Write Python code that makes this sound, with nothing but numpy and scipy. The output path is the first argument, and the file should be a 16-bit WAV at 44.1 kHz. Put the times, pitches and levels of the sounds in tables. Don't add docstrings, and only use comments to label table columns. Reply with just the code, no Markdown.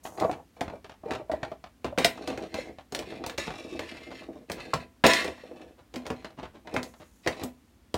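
import sys
import numpy as np
from scipy import signal
from scipy.fft import rfft, irfft, next_fast_len
from scipy.io import wavfile
from scipy.ndimage import map_coordinates

SR = 44100
rng = np.random.default_rng(int(sys.argv[2]) if len(sys.argv) > 2 else 0)


def generate_wav(signal):
    frames = np.transpose(np.atleast_2d(signal))
    scaled = np.clip(frames, -1, 1) * 32767
    pcm = np.round(scaled).astype(np.int16)
    wavfile.write(sys.argv[1], SR, pcm)


N = 351697


def amp(db):
    return 10 ** (np.asarray(db) / 20)


def unit(x):
    return x / np.sqrt(np.mean(x ** 2) + 1e-20)


def along(points, hz):
    point_hz, value = np.transpose(points)
    return np.interp(np.log(hz + 1), np.log(point_hz), value)


def fade(t, t60):
    return np.exp(-np.log(1000) * t / t60)


def onset(t, rise_s):
    return 1 - np.exp(-t / rise_s)


def add(track, s, sound):
    part = track[max(round(s * SR), 0):][:len(sound)]
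    part += sound[:len(part)]


def colour(x, spectrum, size=4096):
    gain = amp(along(spectrum, np.fft.rfftfreq(size, 1 / SR)))
    cepstrum = irfft(np.log(gain))
    cepstrum[1:size // 2] *= 2
    cepstrum[size // 2 + 1:] = 0
    response = irfft(np.exp(rfft(cepstrum)))
    return signal.fftconvolve(x, response)[:len(x)]


def tilted(spectrum, slope_db):
    middle_hz = spectrum[len(spectrum) // 2 - 1][0]
    return [(hz, level + slope_db * np.log2(hz / middle_hz)) for hz, level in spectrum]


def wobble(rate, size=N):
    points = rng.standard_normal(int(size * rate / SR) + 4)
    return map_coordinates(points, [np.arange(size) * rate / SR])


# (frequency [Hz], time to fall 60 dB [s])
KITCHEN = [(100, 0.38), (300, 0.19), (800, 0.16), (2000, 0.2), (5000, 0.14), (14000, 0.2)]


def in_kitchen(x, wet_db, build_s=0.00039):
    hz, t, noise = signal.stft(rng.standard_normal(SR // 2), SR, nperseg=256)
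    decay = fade(t, along(KITCHEN, hz)[:, None])
    tail = signal.istft(noise * decay * onset(t, build_s), SR)[1]
    response = amp(wet_db) * tail / np.linalg.norm(tail)
    response[0] += 1
    return signal.fftconvolve(x, response)


def contact(spectrum, snap_t60, ring_db, count, ring_t60=0.064, rise_s=0.0004):
    t = np.arange(SR // 4) / SR
    spaced_hz = np.geomspace(spectrum[1][0], spectrum[-2][0], count)
    hz = spaced_hz * np.exp(rng.normal(0, .05, count))
    modes = rng.choice([-1, 1], count) @ np.sin(2 * np.pi * hz[:, None] * t)
    snap = rng.standard_normal(len(t)) * fade(t, snap_t60)
    ringing = amp(ring_db) * unit(modes) * fade(t, ring_t60)
    sound = colour((snap + ringing) * onset(t, rise_s), spectrum)
    return sound / np.sqrt(np.mean(sound[:SR // 80] ** 2))


def ring(modes, t, t60, reach_hz=np.inf):
    total = 0
    for hz, level in modes:
        strength = amp(level + rng.normal()) / (1 + (hz / reach_hz) ** 2)
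        total = total + rng.choice([-1, 1]) * strength * np.sin(2 * np.pi * hz * t)
    return total * fade(t, t60)


# (frequency [Hz], level [dB])
AIR = [(22, -31), (58, 9), (140, -8), (250, -0.5), (450, -14), (2700, -23.5), (16000, -34)]


def room_air():
    return amp(-60) * unit(colour(rng.standard_normal(N), AIR))


# (time [s], level [dB])
THUMPS = [(4.736, -25.5), (6.099, -39), (6.766, -33.5)]


def worktop(hz=85, t60=0.19, rise_s=0.0022):
    track, t = np.zeros(N), np.arange(SR // 3) / SR
    spectrum = [(hz / 3, -25), (hz * 0.72, 0), (hz * 2.0, 0), (hz * 3, -30), (hz * 12, -80)]
    for s, db in THUMPS:
        rumble = unit(colour(rng.standard_normal(len(t)), spectrum))
        add(track, s, amp(db - 0.5) * rumble * fade(t, t60) * onset(t, rise_s))
    return track


def slips(rate, spread_db, smooth_share):
    happens = rng.random(N) < rate / SR
    grains = happens * rng.standard_normal(N) * amp(spread_db * rng.standard_normal(N))
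    return unit(unit(grains) + smooth_share * rng.standard_normal(N))


# (time [s], starting level [dB], time to fall 60 dB [s])
BRUSH = [(0.033, -51.5, 0.96), (6.83, -61.5, 2.1)]
# (frequency [Hz], level [dB])
HISS = [(2500, -20), (5000, -13.5), (6700, -1.5), (8200, -10), (9700, -8.5), (16000, -15.5)]


def brushing(rise_s=0.002, flutter_db=3):
    level, t = np.zeros(N), np.arange(2 * SR) / SR
    for s, db, t60 in BRUSH:
        add(level, s, amp(db) * fade(t, t60) * onset(t, rise_s))
    flutter = amp(flutter_db * wobble(26))
    return level * flutter * unit(colour(slips(2500, 2.7, 1.0), HISS))


# (frequency [Hz], level [dB])
SCRAPE = [(500, -28.5), (1000, 0), (1450, -2.5), (1950, 7.5), (3200, -2), (4250, -1.5), (4900, -12),
          (5600, -5), (9000, -12), (16000, -29)]
# (frequency [Hz], level [dB])
CUTLERY = [(4110, -5.5), (5440, -4), (6780, -2), (7150, -9), (8442, -7)]
CUTLERY_T60 = 0.25


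def dish(x, t60=0.052, ring_db=-2, cutlery_db=-12, drift=.018, grips_per_s=6, count=140):
    t = np.arange(SR // 6) / SR
    hz = rng.uniform(SCRAPE[1][0], SCRAPE[-3][0], (count, 1))
    plate = rng.standard_normal(count) @ np.sin(2 * np.pi * hz * t) * fade(t, t60)
    metal = ring(CUTLERY, t, CUTLERY_T60)
    response = amp(ring_db) * plate / np.linalg.norm(plate)
    response += amp(cutlery_db) * metal / np.linalg.norm(metal)
    response[0] += 1
    when = np.arange(len(x)) * grips_per_s / SR
    grip = map_coordinates(rng.standard_normal(12), [when], mode="mirror")
    speed = 1 + drift * grip
    return map_coordinates(signal.fftconvolve(x, response), [np.cumsum(speed)])


def arch(size, swell):
    return np.hanning(size) ** abs(swell)


def pressure(slow_db, fast_db):
    return amp(slow_db * wobble(13) + fast_db * wobble(45))


# (time [s], pitch [Hz])
HOLLOW = [(0.25, 720), (2.2, 503), (4.3, 454), (7.4, 609)]


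def hollow_hz(s):
    return np.interp(s, *np.transpose(HOLLOW))


# (start [s], end [s], jostle level [dB], scrape level [dB])
STROKES = [(0.031, 0.399, -44, -75), (0.174, 0.249, -31.5, -45.5), (0.563, 0.77, -46, -60),
           (1.028, 1.212, -41, -54.5), (1.275, 1.54, -49.5, -61.5), (2.145, 2.475, -41.5, -50.5),
           (2.476, 2.719, -45, -52.5), (2.915, 3.361, -43.5, -53), (3.401, 3.783, -47, -48),
           (3.74, 4.249, -48.5, -50.5), (4.2, 4.439, -49.5, -64), (4.48, 4.849, -45.5, -52),
           (5.121, 5.305, -39, -60), (5.378, 5.728, -50.5, -63.5), (5.923, 6.328, -53.5, -62),
           (6.648, 6.892, -45, -53.5), (7.231, 7.496, -46.5, -52.5)]
# (time [s], starting level [dB], time to fall 60 dB [s])
SKIDS = [(1.977, -31.5, 0.39), (2.544, -33.5, 0.35), (3.38, -35, 0.31), (3.793, -41, 0.41),
         (5.04, -18, 0.52)]
# (frequency [Hz], level [dB])
JOSTLE = [(25, -32.5), (65, 3), (170, -3.5), (280, 5), (500, 4.5), (720, 0), (1000, -12.5), (1600, -29.5),
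          (4000, -67)]


def rubbing(swell=0.13, skid_rise_s=0.0047):
    jostling, scraping = np.zeros((2, N))
    shoves, catches = slips(240, 0.73, 0.12), slips(400, 4.1, 0.3)
    for start, end, jostle_db, scrape_db in STROKES:
        span = slice(max(round(start * SR), 0), round(end * SR))
        shift = hollow_hz(start) / JOSTLE[4][0]
        moved = [(hz * shift, db) for hz, db in JOSTLE]
        jostle = unit(colour(shoves[span], moved))
        scrape = unit(colour(dish(catches[span]), SCRAPE))
        add(jostling, start, amp(jostle_db) * arch(len(jostle), swell) * jostle)
        add(scraping, start, amp(scrape_db) * arch(len(scrape), swell) * scrape)
    t = np.arange(SR // 2) / SR
    for s, db, t60 in SKIDS:
        scrape = unit(colour(dish(rng.standard_normal(len(t))), SCRAPE))
        add(scraping, s, amp(db) * scrape * fade(t, t60) * onset(t, skid_rise_s))
    both = amp(-3.5) * pressure(slow_db=2.5, fast_db=2.5) * jostling
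    both += amp(-3.0) * pressure(slow_db=2.5, fast_db=2.5) * scraping
    return in_kitchen(both, wet_db=-0.5)[:N]


STRAY_SPREAD_DB, STRAY_SPREAD_OCTAVES = 5.5, 0.51
STRAY_BUMP_DB = 4


def strays(count):
    start, end, jostle_db, _ = np.transpose(STROKES)
    worked_s = np.cumsum(end - start)
    moment = worked_s[-1] * (np.arange(count) + rng.random(count)) / count
    stroke = np.searchsorted(worked_s, moment)
    s = end[stroke] - (worked_s[stroke] - moment)
    luck = rng.uniform(-1, 1, (count, 2))
    luck_db, octaves = (luck * [STRAY_SPREAD_DB, STRAY_SPREAD_OCTAVES]).T
    level_db = jostle_db[stroke] + STRAY_BUMP_DB + luck_db
    return list(zip(s, level_db, hollow_hz(s) * 2 ** octaves))


# (time [s], level [dB], pitch [Hz])
BUMPS = [(0.221, -19, 789), (0.248, -14, 652), (0.295, -16.5, 734), (0.613, -20, 695), (0.734, -27.5, 590),
         (1.059, -29, 446), (1.212, -31, 600), (1.296, -20.5, 643), (1.335, -19.5, 630), (1.516, -23, 652),
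         (1.925, -28.5, 593), (2.049, -10, 677), (2.586, -24.5, 535), (3.724, -31, 340),
         (4.734, -10.5, 1076), (5.436, -35, 508), (5.512, -33, 495)]


def bumps(life_cycles=25, rise_s=0.0018, puff_db=-5, waver=0.01, waver_per_s=140):
    track, t = np.zeros(N), np.arange(SR // 8) / SR
    for s, db, hz in list(BUMPS) + strays(count=44):
        spectrum = [(hz / 10, -14), (hz, 0), (hz * 1.46, -5), (hz * 2.5, -22), (hz * 10, -50)]
        puff = unit(colour(rng.standard_normal(len(t)), spectrum))
        cycles = np.cumsum(hz * (1 + waver * wobble(waver_per_s, size=len(t)))) / SR
        tone = np.sqrt(2) * np.sin(2 * np.pi * cycles)
        body = (tone + amp(puff_db) * puff) * fade(t, life_cycles / hz)
        add(track, s, amp(db) * in_kitchen(body * onset(t, rise_s), wet_db=-6.5))
    return track


# (time at the middle [s], level [dB])
NUDGES = [(1.864, -36), (3.129, -42), (3.481, -37.5), (3.976, -51), (4.59, -41.5), (5.795, -53.5),
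          (6.392, -42), (6.444, -39), (6.56, -48), (7.02, -45), (7.425, -37)]
# (frequency [Hz], level [dB])
TAP = [(120, -4), (650, 0.5), (1600, -10), (3600, -14.5), (6500, -26.5), (16000, -50.5)]


def nudges(length_s=.06, slope_db=-1.5):
    track, flurry, size = np.zeros(N), slips(900, 1.8, 0.46), round(length_s * SR)
    for s, db in NUDGES:
        start = s - length_s / 2
        grains = flurry[round(start * SR):][:size]
        sound = unit(colour(grains, tilted(TAP, slope_db)))
        add(track, start, amp(db) * in_kitchen(sound * np.hanning(size), wet_db=-2.5))
    return track


# (time [s], level [dB])
TAPS = [(0.0527, -25), (0.3275, -28.5), (0.6796, -24.5), (0.844, -34.5), (0.895, -33.5), (0.918, -38.5),
        (1.119, -23.5), (1.134, -30), (1.1495, -25.5), (1.4304, -20), (1.516, -34.5), (1.64, -30.5),
        (2.301, -25.5), (2.3283, -33), (2.785, -32), (3.024, -32), (3.239, -23), (3.5047, -26.5),
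        (3.539, -30), (4.1147, -32), (6.054, -31.5), (6.2458, -26.5), (6.304, -43.5), (6.43, -30.5),
        (6.672, -30.5), (6.938, -42)]


def taps(rattle_s=0.035, rattle_db=-9, count=2, stray_db=2):
    track = np.zeros(N)
    chance = [(s, db + stray_db) for s, db, _ in strays(count=26)]
    for s, db in list(TAPS) + chance:
        touches = [(s, db)]
        for late in rng.random(count):
            touches.append((s + rattle_s * late, db + rattle_db * (.5 + late)))
        for touch_s, touch_db in touches:
            tock = contact(tilted(TAP, rng.normal()), snap_t60=0.032, ring_db=-11, count=16)
            add(track, touch_s, amp(touch_db - 11.5) * in_kitchen(tock, wet_db=-7.5))
    return track


# (time [s], level [dB])
CLINKS = [(2.0447, -42), (3.3779, -43), (5.067, -27.5), (5.1361, -43)]


def clinks(crack_db=15, crack_t60=0.0048, chatter_per_s=150):
    track, t = np.zeros(N), np.arange(SR) / SR
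    for s, db in CLINKS:
        crack = amp(crack_db) * unit(colour(rng.standard_normal(SR), SCRAPE)) * fade(t, crack_t60)
        ringing = ring(CUTLERY, t, CUTLERY_T60) * wobble(chatter_per_s)[:SR]
        add(track, s, amp(db) * in_kitchen(crack + ringing, wet_db=-7))
    return track


# (frequency [Hz], level [dB])
STEEL = [(246, 0), (325, -2), (410, -6), (520, 1.5), (667, -0.5), (997, 1.5), (1032, -3.5), (1352, -7.5),
         (1743, -6.5), (1830, -5.5), (2597, -3), (2860, -8), (3565, -5)]
STEEL_T60 = 0.36


def clatter(reach_hz, level_db=-0.5, gap_s=.0045, settle_t60=0.18, damped_t60=.08, detune=.09, count=20):
    track, t = np.zeros(SR), np.arange(SR // 6) / SR
    for k, (late, load) in enumerate(rng.random((count, 2))):
        s = gap_s * k + gap_s * late * (k > 0)
        stretched_t = t * (1 + detune * (2 * load - 1))
        touch = ring(STEEL, stretched_t, damped_t60, reach_hz)
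        add(track, s, amp(level_db) * fade(s, settle_t60) * touch)
    return track


# (time [s], level [dB], reach [Hz])
CLANGS = [(5.041, -21, 5010), (5.067, -31.5, 11900)]
# (time [s], level [dB])
BOOMS = [(5.963, -30), (6.104, -29), (6.767, -28.5), (7.444, -30)]


def steel(boom_hz=248, boom_t60=0.26, boom_rise_s=0.00094, shudder_per_s=110):
    track, t = np.zeros(N), np.arange(SR) / SR
    for s, db, reach_hz in CLANGS:
        shudder = 1 + .5 * wobble(shudder_per_s, size=SR)
        clang = ring(STEEL, t, STEEL_T60, reach_hz) * shudder
        add(track, s, amp(db) * in_kitchen(clang + clatter(reach_hz), wet_db=-10.5))
    for s, db in BOOMS:
        boom = np.sin(2 * np.pi * boom_hz * t) * fade(t, boom_t60)
        add(track, s, amp(db) * boom * onset(t, boom_rise_s))
    return track


REBOUND_S, REBOUND_DB = .011, -19.5
REBOUND_SHRINK = 0.63


def chatter(s, db, unevenness=0.34, count=2):
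    uneven = np.exp(unevenness * rng.standard_normal(count))
    flights = np.cumsum(REBOUND_S * REBOUND_SHRINK ** np.arange(count) * uneven)
    rebounds = [(s + flight, db + REBOUND_DB * (k + 1)) for k, flight in enumerate(flights)]
    return [(s, db)] + rebounds


# (time [s], level [dB], weight: thud's relative level [dB], hardness: tick's relative level [dB])
KNOCKS = [(0.1993, -28.5, -10, -13), (0.3129, -32.5, -2, -15.5), (0.6087, -23, -1.5, -16.5),
          (1.1076, -22.5, -6, -20.5), (1.3158, -26.5, 0, -21), (1.8443, -27.5, 4, -17),
          (1.9764, -20.5, 2.5, -22.5), (1.9844, -15.5, -5, -15.5), (2.0456, -5, -16, -14.5),
          (2.2747, -25.5, -2.5, -15.5), (2.375, -29.5, 0, -18), (2.5419, -25, -1.5, -16.5),
          (2.9222, -32.5, 2, -11), (2.948, -19, -10.5, -14.5), (2.99, -25.5, -6, -14.5),
          (3.263, -27, -3, -8.5), (3.296, -25.5, -14, -18.5), (3.3806, -20, -6.5, -17),
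          (3.7924, -22, -5.5, -20), (4.498, -26, -1, -19), (4.517, -24.5, -20, -11.5),
          (4.737, -19, -5, -15.5), (5.0385, -6.5, -11, -24), (5.0642, -13, 0, -8),
          (5.1344, -12, -14, -14.5), (5.2443, -27.5, 0, -13.5), (5.2785, -28, -1.5, -18.5),
          (5.9397, -35.5, 0.5, -15.5), (5.9582, -28, -4, -15.5), (6.0652, -29, -5.5, -16),
          (6.102, -23, -2.5, -20.5), (6.7404, -33.5, 8.5, -11), (6.764, -13.5, -11.5, -25),
          (6.8297, -29.5, -7.5, -10), (7.2624, -26, 5, -23), (7.274, -13, -8.5, -19), (7.435, -30, -2, -4),
          (7.9417, -21.5, 0, -15)]
# (frequency [Hz], level [dB])
THUD = [(40, -19.5), (70, -9.5), (125, -16.5), (190, -10.5), (290, -4.5), (650, -1.5), (1000, -11),
        (1800, -23), (5000, -50.5)]
CLACK = [(300, -41.5), (700, -8.5), (1100, -4), (2200, -0.5), (4200, -5.5), (5500, -10.5), (9000, -24.5),
         (16000, -58)]
TICK = [(1500, -35.5), (3200, -16), (4500, -2), (8500, -5), (10500, -11), (16000, -14)]


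def knocks(brightening=1.0, usual_hardness_db=-18, steel_db=-20.5):
    track = np.zeros(N)
    for s, db, weight_db, hardness_db in KNOCKS:
        slope_db = brightening * (hardness_db - usual_hardness_db)
        thud = amp(-6.0) * contact(THUD, snap_t60=0.12, ring_db=-4.5, count=16, rise_s=0.0013)
        t = np.arange(len(thud)) / SR
        thud += amp(steel_db) * ring(STEEL, t, STEEL_T60, reach_hz=1063)
        clack = contact(tilted(CLACK, slope_db), snap_t60=0.014, ring_db=-18.5, count=32, rise_s=0.00072)
        clack *= amp(-13.5)
        tick = amp(-8.5) * contact(tilted(TICK, slope_db / 2), snap_t60=0.052, ring_db=-10.5, count=32)
        sound = in_kitchen(amp(weight_db) * thud + clack + amp(hardness_db) * tick, wet_db=-4.5)
        for touch_s, touch_db in chatter(s, db):
            add(track, touch_s, amp(touch_db) * sound)
    return track


def scene():
    background = room_air() + worktop() + brushing()
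    handling = rubbing() + bumps() + nudges()
    contacts = taps() + clinks() + steel() + knocks()
    return (background + handling + contacts)[None]


TOP_HZ = 16050


def record(dry, low_hz=48):
    size = next_fast_len(N + SR // 2)
    high_pass = signal.butter(2, low_hz, "high", fs=SR, output="sos")
    heard = signal.sosfilt(high_pass, dry)
    band = 1 / (1 + (np.fft.rfftfreq(size, 1 / SR) / TOP_HZ) ** 200)
    return irfft(rfft(heard, size) * band, size)[..., :N]


dry = scene()
out = record(dry)
generate_wav(out)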